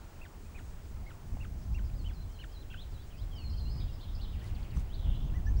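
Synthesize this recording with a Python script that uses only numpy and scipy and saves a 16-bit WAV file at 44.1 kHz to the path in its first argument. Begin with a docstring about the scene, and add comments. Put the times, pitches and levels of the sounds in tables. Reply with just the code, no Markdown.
"""A treetop nest: gusts rumble on the microphone, distant foliage hisses and a line scan whines throughout.
From the start a newly hatched raptor chick peeps (arched hoarse tones); a twig knocks (ringing sine).
Songbirds further off then whistle, swoop and buzz (pitch curves, some shaken fast), and later trill
while the parent's feet drag over twigs (dense cracks). Last come a long rasp, soft pips and strong gusts."""
import sys
import numpy as np
from scipy import signal
from scipy.fft import rfft, irfft, next_fast_len
from scipy.io import wavfile
from scipy.ndimage import uniform_filter1d

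SR = 44100
rng = np.random.default_rng(int(sys.argv[2]) if len(sys.argv) > 2 else 0)


def inscribe(sig):
    """Save sig as 16-bit PCM at rate SR to the path in sys.argv[1].

    A 1-D sig is mono; a 2-D sig holds one channel per row.
    Samples are clipped to [-1, 1] before scaling.
    """
    pcm = np.round(np.clip(np.atleast_2d(sig).T, -1, 1) * 32767)
    wavfile.write(sys.argv[1], SR, pcm.astype(np.int16))


def linear_from_db(decibels):
    """Turn decibels (scalar or array-like) into linear amplitude factors; 0 gives 1."""
    return 10 ** (np.asarray(decibels, float) / 20)


N = 246959
TIME_S = np.arange(N) / SR

# Shape columns: length_share, pitch_share (0 first pitch, 1 second pitch), relative_db.
# chick peeps: start_s, length_s, top_hz, end_hz, level_db, end_swell_db
PEEPS = [(.213, .053, 2670, 1350, -57, 3), (.546, .055, 2580, 1230, -55.5, 0),
         (1.064, .055, 2240, 1180, -57.5, 4), (1.402, .056, 2740, 1200, -56.5, 4),
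         (1.744, .054, 2770, 1350, -58, 2), (2.046, .072, 3100, 1400, -57.5, -3),
         (2.389, .059, 3090, 1350, -55.5, 6), (2.702, .046, 2780, 1330, -59.5, 11)]
# peep: arches to its top pitch, then drops to its end pitch
PEEP_SHAPE = [(0, .25, 0), (.07, .05, 1), (.3, 0, 0), (.5, .08, -3), (.7, .38, -4), (.86, .75, -2),
              (1, 1, -1)]
# low half-pitch tones inside the onset of two hoarse peeps (2.399, 2.712 s), then two soft low pips
# (5.336, 5.467 s): start_s, length_s, low_hz, top_hz, level_db
LOW_TONES = [(2.399, .008, 1560, 1650, -63), (2.712, .007, 1480, 1560, -57),
             (5.336, .062, 1620, 2030, -60.5), (5.467, .025, 1710, 1748, -49)]
# low tone: small arch
LOW_TONE_SHAPE = [(0, 0, -3), (.2, .72, 0), (.5, 1, 0), (.8, .68, -3), (1, .2, -8)]
# rising pip from the nest: start_s, length_s, low_hz, top_hz, level_db
RISING_PIPS = [(4.403, .062, 1440, 2060, -64.5)]

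# songbird whistles, and one clear strand within the buzz at 3.7 s: time_s, pitch_hz, level_db
CLEAR_CURVES = [
    [(1.935, 3640, -70), (1.955, 4690, -72), (1.972, 5080, -67), (1.995, 4500, -66), (2.025, 4110, -67)],
    [(3.31, 3360, -66), (3.325, 3260, -61), (3.35, 3190, -59), (3.385, 2970, -58), (3.45, 2410, -68)],
    [(3.352, 5430, -66), (3.378, 4600, -62), (3.41, 4370, -62), (3.435, 4270, -58), (3.475, 4200, -59),
     (3.51, 4160, -63), (3.535, 4250, -62)],
    [(3.565, 4350, -62), (3.6, 4200, -62), (3.63, 4120, -59), (3.66, 4130, -64), (3.695, 4270, -58),
     (3.72, 4500, -66)],
    [(3.7, 4880, -65), (3.73, 5200, -63), (3.765, 5050, -65), (3.8, 4950, -66), (3.845, 4900, -67)],
    [(5.14, 3490, -68), (5.16, 4110, -66), (5.18, 3680, -68)],
]
# songbird slurs: start_s, length_s, low_hz, top_hz, level_db
SLURS = [(2.03, .09, 3180, 3370, -73), (2.295, .08, 3000, 3210, -73), (2.49, .07, 3000, 3290, -72),
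         (5.452, .058, 4200, 6440, -69), (5.567, .032, 4200, 5950, -64)]
# slur: fast rise that levels off
SLUR_SHAPE = [(0, 0, -2), (.28, .68, 1), (.7, .92, 0), (1, 1, -1)]
# swoops: start_s, length_s, top_hz, ledge_hz, level_db
SWOOPS = [(2.13, .118, 5400, 4020, -68.5), (2.318, .116, 6090, 4000, -70), (2.518, .118, 5640, 3900, -64.5),
          (2.915, .125, 5340, 3830, -68.5)]
# swoop: falls to a ledge, hooks up a little, drops away
SWOOP_SHAPE = [(0, 0, -4), (.07, .35, 0), (.14, .62, -6), (.23, .84, 0), (.52, 1, -1), (.78, .9, 1),
               (.88, 1.06, -1), (1, 1.5, -5)]
# zigzags: start_s, length_s, low_hz, top_hz, level_db
ZIGZAGS = [(2.702, .138, 2500, 4260, -59.5), (3.103, .142, 2430, 4180, -67)]
# zigzag: hops up, dips, climbs long to its top, drops
ZIGZAG_SHAPE = [(0, .3, 0), (.065, .53, 2), (.19, .17, 2), (.3, 0, -2), (.47, .17, -3), (.66, .48, 4),
                (.76, .72, -2), (.86, 1, 1), (1, .3, -7)]
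# straight strands: songbird glides, and at 2.808 s the echo of the zigzag whistle off the trees:
# start_s, length_s, from_hz, to_hz, level_db
STRAIGHT_STRANDS = [(.455, .017, 2500, 2520, -68), (1.625, .019, 4820, 6300, -69),
                    (1.73, .021, 4300, 6230, -68), (2.76, .04, 3400, 3450, -69),
                    (2.808, .018, 3400, 3800, -67), (2.975, .04, 3200, 3550, -71.5),
                    (3.015, .03, 4400, 4800, -72.5), (3.533, .025, 3150, 3170, -64),
                    (3.655, .04, 2680, 3050, -66.5), (3.8, .02, 2600, 2120, -64.5),
                    (3.878, .033, 2980, 2760, -67), (3.93, .012, 7130, 8290, -75),
                    (4.006, .01, 3520, 3650, -61), (4.03, .016, 4130, 4050, -60),
                    (4.234, .012, 4250, 4000, -59), (4.338, .018, 2900, 2300, -66),
                    (5.22, .062, 5360, 6680, -76), (5.355, .035, 5750, 6620, -72)]
# straight line
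STRAIGHT_SHAPE = [(0, 0, 0), (1, 1, 0)]
# flicks: start_s, length_s, low_hz, top_hz, level_db
FLICKS = [(3.55, .055, 2500, 4090, -67), (3.775, .033, 2800, 4200, -67), (3.983, .032, 2650, 4600, -62),
          (4.183, .037, 2600, 4700, -58.5), (4.895, .056, 3000, 4700, -58)]
# flick: climbs ever faster and louder
FLICK_SHAPE = [(0, 0, -10), (.45, .16, -7), (.78, .5, -1), (1, 1, 2)]
# fast-warbled buzzes: start_s, length_s, from_hz, to_hz, level_db
BUZZES = [(1.835, 0.05, 4680, 4930, -70), (2.393, 0.035, 2480, 3490, -80), (2.703, 0.035, 2640, 2820, -70),
          (3.17, 0.037, 4980, 4800, -73), (3.5, 0.045, 5310, 4580, -63.5), (3.575, 0.043, 4900, 4300, -62),
          (3.7, 0.054, 4500, 4900, -64), (3.755, 0.09, 4800, 4650, -66), (3.805, 0.055, 3800, 3400, -65.5),
          (3.87, 0.077, 3600, 3380, -71), (3.927, 0.033, 5100, 4950, -63.5), (4.012, .045, 4000, 3100, -63),
          (4.075, 0.065, 3500, 3600, -67.5), (4.135, .012, 5100, 5000, -68),
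          (4.15, .014, 4930, 4850, -58.5), (4.175, .012, 5000, 5000, -67), (4.222, 0.042, 4280, 3190, -60),
          (4.275, 0.059, 3500, 3600, -70)]
# buzz: starts loud and fades
BUZZ_SHAPE = [(0, 0, 0), (.25, .6, 1), (1, 1, -4)]
# clear down-stroke of a trill beat
STROKE_SHAPE = [(0, 0, 1), (.4, .25, 0), (1, 1, -5)]
# buzzy tail of a trill beat, dipping
TAIL_SHAPE = [(0, 0, -1), (.35, .6, 2.5), (.7, 1, -0.5), (1, 0.805, -9)]
# rasp: bursts out high, sinks, swells, dies away: time_s, pitch_hz, level_db
RASP_CURVE = [(4.95, 3900, -62), (4.975, 3690, -66), (5.02, 3500, -66), (5.05, 3250, -63.5),
              (5.12, 3194, -63), (5.19, 3194, -66), (5.23, 3290, -71), (5.3, 3350, -75)]

# twigs snapping or knocking: start_s, level_db, ring_hz, t60_s
TICKS = [(1.37, -38, 730, 0.014), (1.9, -49, 2500, .008), (4.765, -51, 8100, 0.0097),
         (4.772, -50.5, 6100, 0.017), (4.771, -38, 1100, 0.0071), (4.767, -58, 15000, .004),
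         (5.3, -51, 2700, 0.014)]
# talons dragging over twigs: start_s, end_s, level_db
RUSTLES = [(4.4, 4.52, -65), (4.562, 4.66, -74), (4.735, 4.84, -64)]
# spectrum of the twig cracks: frequency_hz, relative_db
TWIG_SPECTRUM = [(500, -10), (2000, 0), (5000, -4), (9500, -7), (11500, -16), (16000, -19)]

# gusts on the microphone: time_s, rumble_db
GUST_CURVE = [(0.0, -48.5), (0.97, -41), (1.2, -48), (1.29, -40), (1.68, -36.5), (1.7, -33), (2.06, -35),
              (2.53, -47), (2.6, -40.5), (3.09, -43), (3.81, -31), (3.91, -38), (5.04, -35), (5.07, -28),
              (5.12, -29), (5.46, -32), (5.49, -31.5), (5.6, -28)]
# short buffets and one brief lull: centre_s, db_relative_to_gust
BUFFETS_AND_LULL = [(1.0, 1.5), (1.339, 6), (1.789, 3.5), (2.93, 2.5), (3.24, 5.5), (4.55, 5), (4.68, -3),
                    (4.78, 5.5), (5.07, 4), (5.51, 5.5)]
# spectrum of the gusts: frequency_hz, relative_db
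RUMBLE_SPECTRUM = [(8.8, -41), (15, -1.5), (37, 0), (80, -3), (141, -15), (199, -22), (271, -28),
                   (577, -45), (684, -42), (900, -45), (1170, -53), (1980, -120)]

# distant foliage: time_s, roar_db, hiss_db
FOLIAGE_CURVES = [(0.0, -57, -72.5), (1.36, -59, -71.5), (2.12, -59.5, -75.5), (3.1, -59, -75),
                  (4.26, -57.5, -82), (4.62, -56, -76), (4.94, -58, -84), (5.6, -58.5, -79)]
# spectrum of the low roar: frequency_hz, relative_db
ROAR_SPECTRUM = [(88, -36), (150, -5), (373, -6), (485, -9.5), (799, -11), (860, -11.5), (2140, -21),
                 (3460, -25.5), (5000, -32), (6500, -88), (11000, -120)]
# spectrum of the leafy hiss: frequency_hz, relative_db
HISS_SPECTRUM = [(2500, -41), (4500, 2), (7000, 10.5), (9000, 5.5), (11000, -10), (16000, -30)]

# whine carrier and its sidebands at the field rate: offset_hz, level_db
SCAN_LINES = [(0, -71), (-50, -90), (50, -85), (-100, -85), (100, -95), (-250, -93), (-400, -98)]
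# line scan slipping off its pitch: start_s, end_s, shift_hz
SCAN_SLIPS = [(1.19, 1.29, -34), (1.29, 1.38, -17), (1.38, 2.03, 17), (2.87, 2.96, -17), (3.05, 3.14, -17),
              (3.97, 4.07, -34), (5.09, 5.27, -17)]
# spectrum of the preamp hiss: frequency_hz, relative_db
PREAMP_SPECTRUM = [(2000, -5.5), (5000, 2.5), (10000, -4), (14000, -8), (15600, 0), (15800, 3)]


def unit(x):
    """Scale to rms 1."""
    return x / np.sqrt(np.mean(x ** 2))


def colour(x, spectrum):
    """Filter by a spectrum interpolated over log frequency; rms 1."""
    hz, db = np.transpose(spectrum)
    size = next_fast_len(len(x))
    bins_hz = np.arange(size // 2 + 1) * SR / size + 1  # +1 avoids log(0)
    gain_db = np.interp(np.log(bins_hz), np.log(hz), db, left=-60, right=-60)
    return unit(irfft(rfft(x, size) * linear_from_db(gain_db), size)[:len(x)])


def walk(steps_per_s, count=N):
    """Random steps smoothed twice into a wandering curve; spread near 1."""
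    hold = max(int(SR / steps_per_s), 2)
    steps = np.repeat(rng.standard_normal(count // hold + 1), hold)
    slewed = uniform_filter1d(uniform_filter1d(steps, hold), hold)
    return unit(slewed)[:count]


def breathing_noise(spectrum, flicker_db, steps_per_s):
    """Coloured noise of rms 1 whose overlapping octave-spaced bands flicker independently."""
    size = next_fast_len(N)
    octave = np.log2(np.arange(size // 2 + 1) * SR / size + 1)
    lowest = np.floor(np.log2(spectrum[0][0]))
    out = np.zeros(N)
    for centre in np.arange(lowest, np.log2(spectrum[-1][0]) + 1):
        share = np.cos(np.pi / 2 * np.clip(octave - centre, -1, 1))
        band = irfft(rfft(rng.standard_normal(size)) * share, size)[:N]
        out += band * linear_from_db(flicker_db * walk(steps_per_s))
    return colour(out, spectrum)


def shaped(rows, shape):
    """Turn note rows into (time_s, pitch_hz, level_db) curves that follow one shape."""
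    return [[(start_s + part * length_s, first_hz + way * (second_hz - first_hz), level_db + relative_db)
             for part, way, relative_db in shape]
            for start_s, length_s, first_hz, second_hz, level_db in rows]


def sing(notes, glide_s, edge_s, wobble_hz, flutter_db, steps_per_s, overtone_db=-60,
         shake_hz=0, shakes_per_s=0):
    """A syrinx tone on each pitch curve, with wobble, shake and an overtone the throat lets through."""
    out = np.zeros(N)
    for note in notes:
        s, hz, db = np.transpose(note)
        first, last = int((s[0] - edge_s) * SR), min(int((s[-1] + edge_s) * SR), N)
        t = TIME_S[first:last]
        wobble, flutter, drag = (walk(steps_per_s, count=N // 8)[:last - first] for _ in range(3))
        pitch_hz = uniform_filter1d(np.interp(t, s, hz), int(glide_s * SR) + 1, mode="nearest")
        # a fast muscle shakes the pitch, not quite evenly
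        shake_cycles = rng.random() + np.cumsum(shakes_per_s * (1 + 0.24 * drag)) / SR
        shake = np.sin(2 * np.pi * shake_cycles)
        pitch_hz = pitch_hz + wobble_hz * wobble + shake_hz * shake
        phase = 2 * np.pi * np.cumsum(pitch_hz) / SR
        # the throat rings near 3 kHz, so the overtone shows only when the pitch has dropped
        throat = np.exp(-.5 * ((2 * pitch_hz - 3000) / 700) ** 2)
        tone = np.sin(phase) + linear_from_db(overtone_db) * throat * np.sin(2 * phase)
        edge = np.clip(np.minimum(t - t[0], s[-1] + edge_s - t) / (2 * edge_s), 0, 1)
        level = linear_from_db(np.interp(t, s, db) + flutter_db * flutter)
        out[first:last] += np.sqrt(2) * level * np.sin(np.pi / 2 * edge) * tone
    return out


def wood(x, near_t60_s, near_db, far_t60_s, far_db):
    """Near branches throw sparse quick echoes; far trunks give a long diffuse tail."""
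    t = TIME_S[:SR]
    for t60_s, db, density in ((near_t60_s, near_db, .02), (far_t60_s, far_db, 1)):
        echoes = rng.standard_normal(SR) * (rng.random(SR) < density)
        tail = echoes * np.exp(-np.log(1000) * t / t60_s) * (t > .004)
        tail = tail / np.sqrt(np.sum(tail ** 2))
        x = x + linear_from_db(db) * signal.fftconvolve(x, tail)[:N]  # the far tail also follows the near echoes
    return x


def chick():
    """Short arched peeps close by, two with a low half-pitch tone in the hoarse onset, and soft pips."""
    calls = sing(peeps(), glide_s=.005, edge_s=.0008, wobble_hz=50, flutter_db=2.2, steps_per_s=350,
                 overtone_db=-6)
    low_notes = shaped(LOW_TONES, LOW_TONE_SHAPE) + shaped(RISING_PIPS, SLUR_SHAPE)
    low_tones = sing(low_notes, glide_s=.006, edge_s=.003, wobble_hz=10, flutter_db=.8, steps_per_s=150)
    return wood(calls + low_tones, near_t60_s=.045, near_db=-11, far_t60_s=.3, far_db=-19)


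def peeps():
    """Peep curves on the shared arch; each end changes level by its own swell."""
    swell_from, swell_full = .7, .88  # shares of the length
    ramp = np.clip((np.array(PEEP_SHAPE)[:, 0] - swell_from) / (swell_full - swell_from), 0, 1)
    notes = shaped([row[:-1] for row in PEEPS], PEEP_SHAPE)
    return [np.array(note) + np.outer(row[-1] * ramp, [0, 0, 1]) for note, row in zip(notes, PEEPS)]


def songbirds():
    """Clear tones, hoarser flicks doubled by a reflection, and buzzes whose pitch shakes into a band."""
    strokes, tails = trill()
    tunes = CLEAR_CURVES + strokes + shaped(SLURS, SLUR_SHAPE) + shaped(SWOOPS, SWOOP_SHAPE)
    tunes = tunes + shaped(ZIGZAGS, ZIGZAG_SHAPE) + shaped(STRAIGHT_STRANDS, STRAIGHT_SHAPE)
    clear = sing(tunes, glide_s=.004, edge_s=.002, wobble_hz=26, flutter_db=2.0, steps_per_s=150)
    flicks = sing(shaped(FLICKS, FLICK_SHAPE), glide_s=.004, edge_s=.002, wobble_hz=50,
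                  flutter_db=2.2, steps_per_s=260)
    echo_s, echo_db = .008, -4
    flicks = flicks + linear_from_db(echo_db) * np.interp(TIME_S - echo_s, TIME_S, flicks)
    buzz_notes = shaped(BUZZES, BUZZ_SHAPE) + tails + [RASP_CURVE]
    buzz = sing(buzz_notes, glide_s=.008, edge_s=.006, wobble_hz=90, flutter_db=3.5, steps_per_s=320,
                shake_hz=340, shakes_per_s=125)
    clear = wood(clear + flicks, near_t60_s=.07, near_db=-10, far_t60_s=.7, far_db=-11)
    return clear + wood(buzz, near_t60_s=.12, near_db=-6, far_t60_s=1.1, far_db=-4)


def trill(count=6):
    """Down-strokes that grow and buzzy tails that sink beat by beat; the first beat has a tail only."""
    start_s, beat_s = 4.3185, .0775
    stroke_s, stroke_from_hz, stroke_to_hz = .007, 4720, 3650
    first_stroke_db, growth_db_per_beat = -66 + 1.2, 1.2
    tail_s, tail_db = .05, -67.5
    strokes, tails = [], []
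    for beat in range(count):
        s = start_s + beat * beat_s
        if beat > 0:
            stroke_db = first_stroke_db + (beat - 1) * growth_db_per_beat
            strokes.append((s, stroke_s, stroke_from_hz, stroke_to_hz, stroke_db))
        tails.append((s + stroke_s, tail_s, 3500 - beat * 40.2, 2436 - beat * 50, tail_db))
    return shaped(strokes, STROKE_SHAPE), shaped(tails, TAIL_SHAPE)


def twigs():
    """Single knocks ring briefly; dragging talons set off dense tiny cracks."""
    out = np.zeros(N)
    for start_s, db, hz, t60_s in TICKS:
        t = np.clip(TIME_S - start_s, 0, 1)
        out += linear_from_db(db) * np.sin(2 * np.pi * hz * t) * np.exp(-np.log(1000) * t / t60_s)
    cracks = (rng.random(N) < .08) * rng.standard_normal(N)
    cracks = cracks * linear_from_db(1.2 * rng.exponential(size=N))  # a few stand out
    crackle = colour(cracks, TWIG_SPECTRUM) * linear_from_db(2.2 * walk(90))
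    for start_s, end_s, db in RUSTLES:
        progress = np.clip((TIME_S - start_s) / (end_s - start_s), 0, 1)
        out += linear_from_db(db) * np.sin(np.pi * progress) ** .7 * crackle
    return out


def wind():
    """Turbulent pressure on the capsule, riding the gusts, short buffets and a brief lull."""
    s, gust_db = np.transpose(GUST_CURVE)
    width_s = .018
    bumps_db = sum(change_db * np.exp(-.5 * ((TIME_S - centre_s) / width_s) ** 2)
                   for centre_s, change_db in BUFFETS_AND_LULL)
    level = linear_from_db(np.interp(TIME_S, s, gust_db) + bumps_db)
    return level * breathing_noise(RUMBLE_SPECTRUM, flicker_db=1.5, steps_per_s=9)


def foliage():
    """A smooth roar and a leafy hiss from far trees: two noises with their own level curves."""
    s, roar_db, hiss_db = np.transpose(FOLIAGE_CURVES)
    roar = breathing_noise(ROAR_SPECTRUM, flicker_db=1.0, steps_per_s=14)
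    hiss = breathing_noise(HISS_SPECTRUM, flicker_db=2.0, steps_per_s=28)
    return linear_from_db(np.interp(TIME_S, s, roar_db)) * roar + linear_from_db(np.interp(TIME_S, s, hiss_db)) * hiss


def electronics():
    """Preamp hiss, and the line-scan whine that leaks into the cable and slips in pitch."""
    scan_hz, preamp_db = 15625, -69.5
    hz = scan_hz + sum(shift_hz * (TIME_S >= start_s) * (TIME_S < end_s)
                       for start_s, end_s, shift_hz in SCAN_SLIPS)
    phase = 2 * np.pi * np.cumsum(hz) / SR
    whine = np.zeros(N)
    for offset_hz, db in SCAN_LINES:
        line_phase = phase + 2 * np.pi * (offset_hz * TIME_S + rng.random())
        whine += np.sqrt(2) * linear_from_db(db) * np.sin(line_phase)
    return whine + linear_from_db(preamp_db) * colour(rng.standard_normal(N), PREAMP_SPECTRUM)


def scene():
    """Everything reaches one microphone."""
    return (chick() + songbirds() + twigs() + wind() + foliage())[None]


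def roll_off(x):
    """The treble ends steeply here."""
    return signal.sosfilt(signal.butter(12, 15930, fs=SR, output="sos"), x)


def record(dry):
    """The camera adds its own noise; a steep low-pass cuts the top."""
    low_pass = signal.ellip(10, .2, 60, 15715, fs=SR, output="sos")  # ripple dB, stop dB, edge Hz
    mix = signal.sosfilt(low_pass, dry + electronics())
    return roll_off(mix)


dry = scene()
out = record(dry)
inscribe(out)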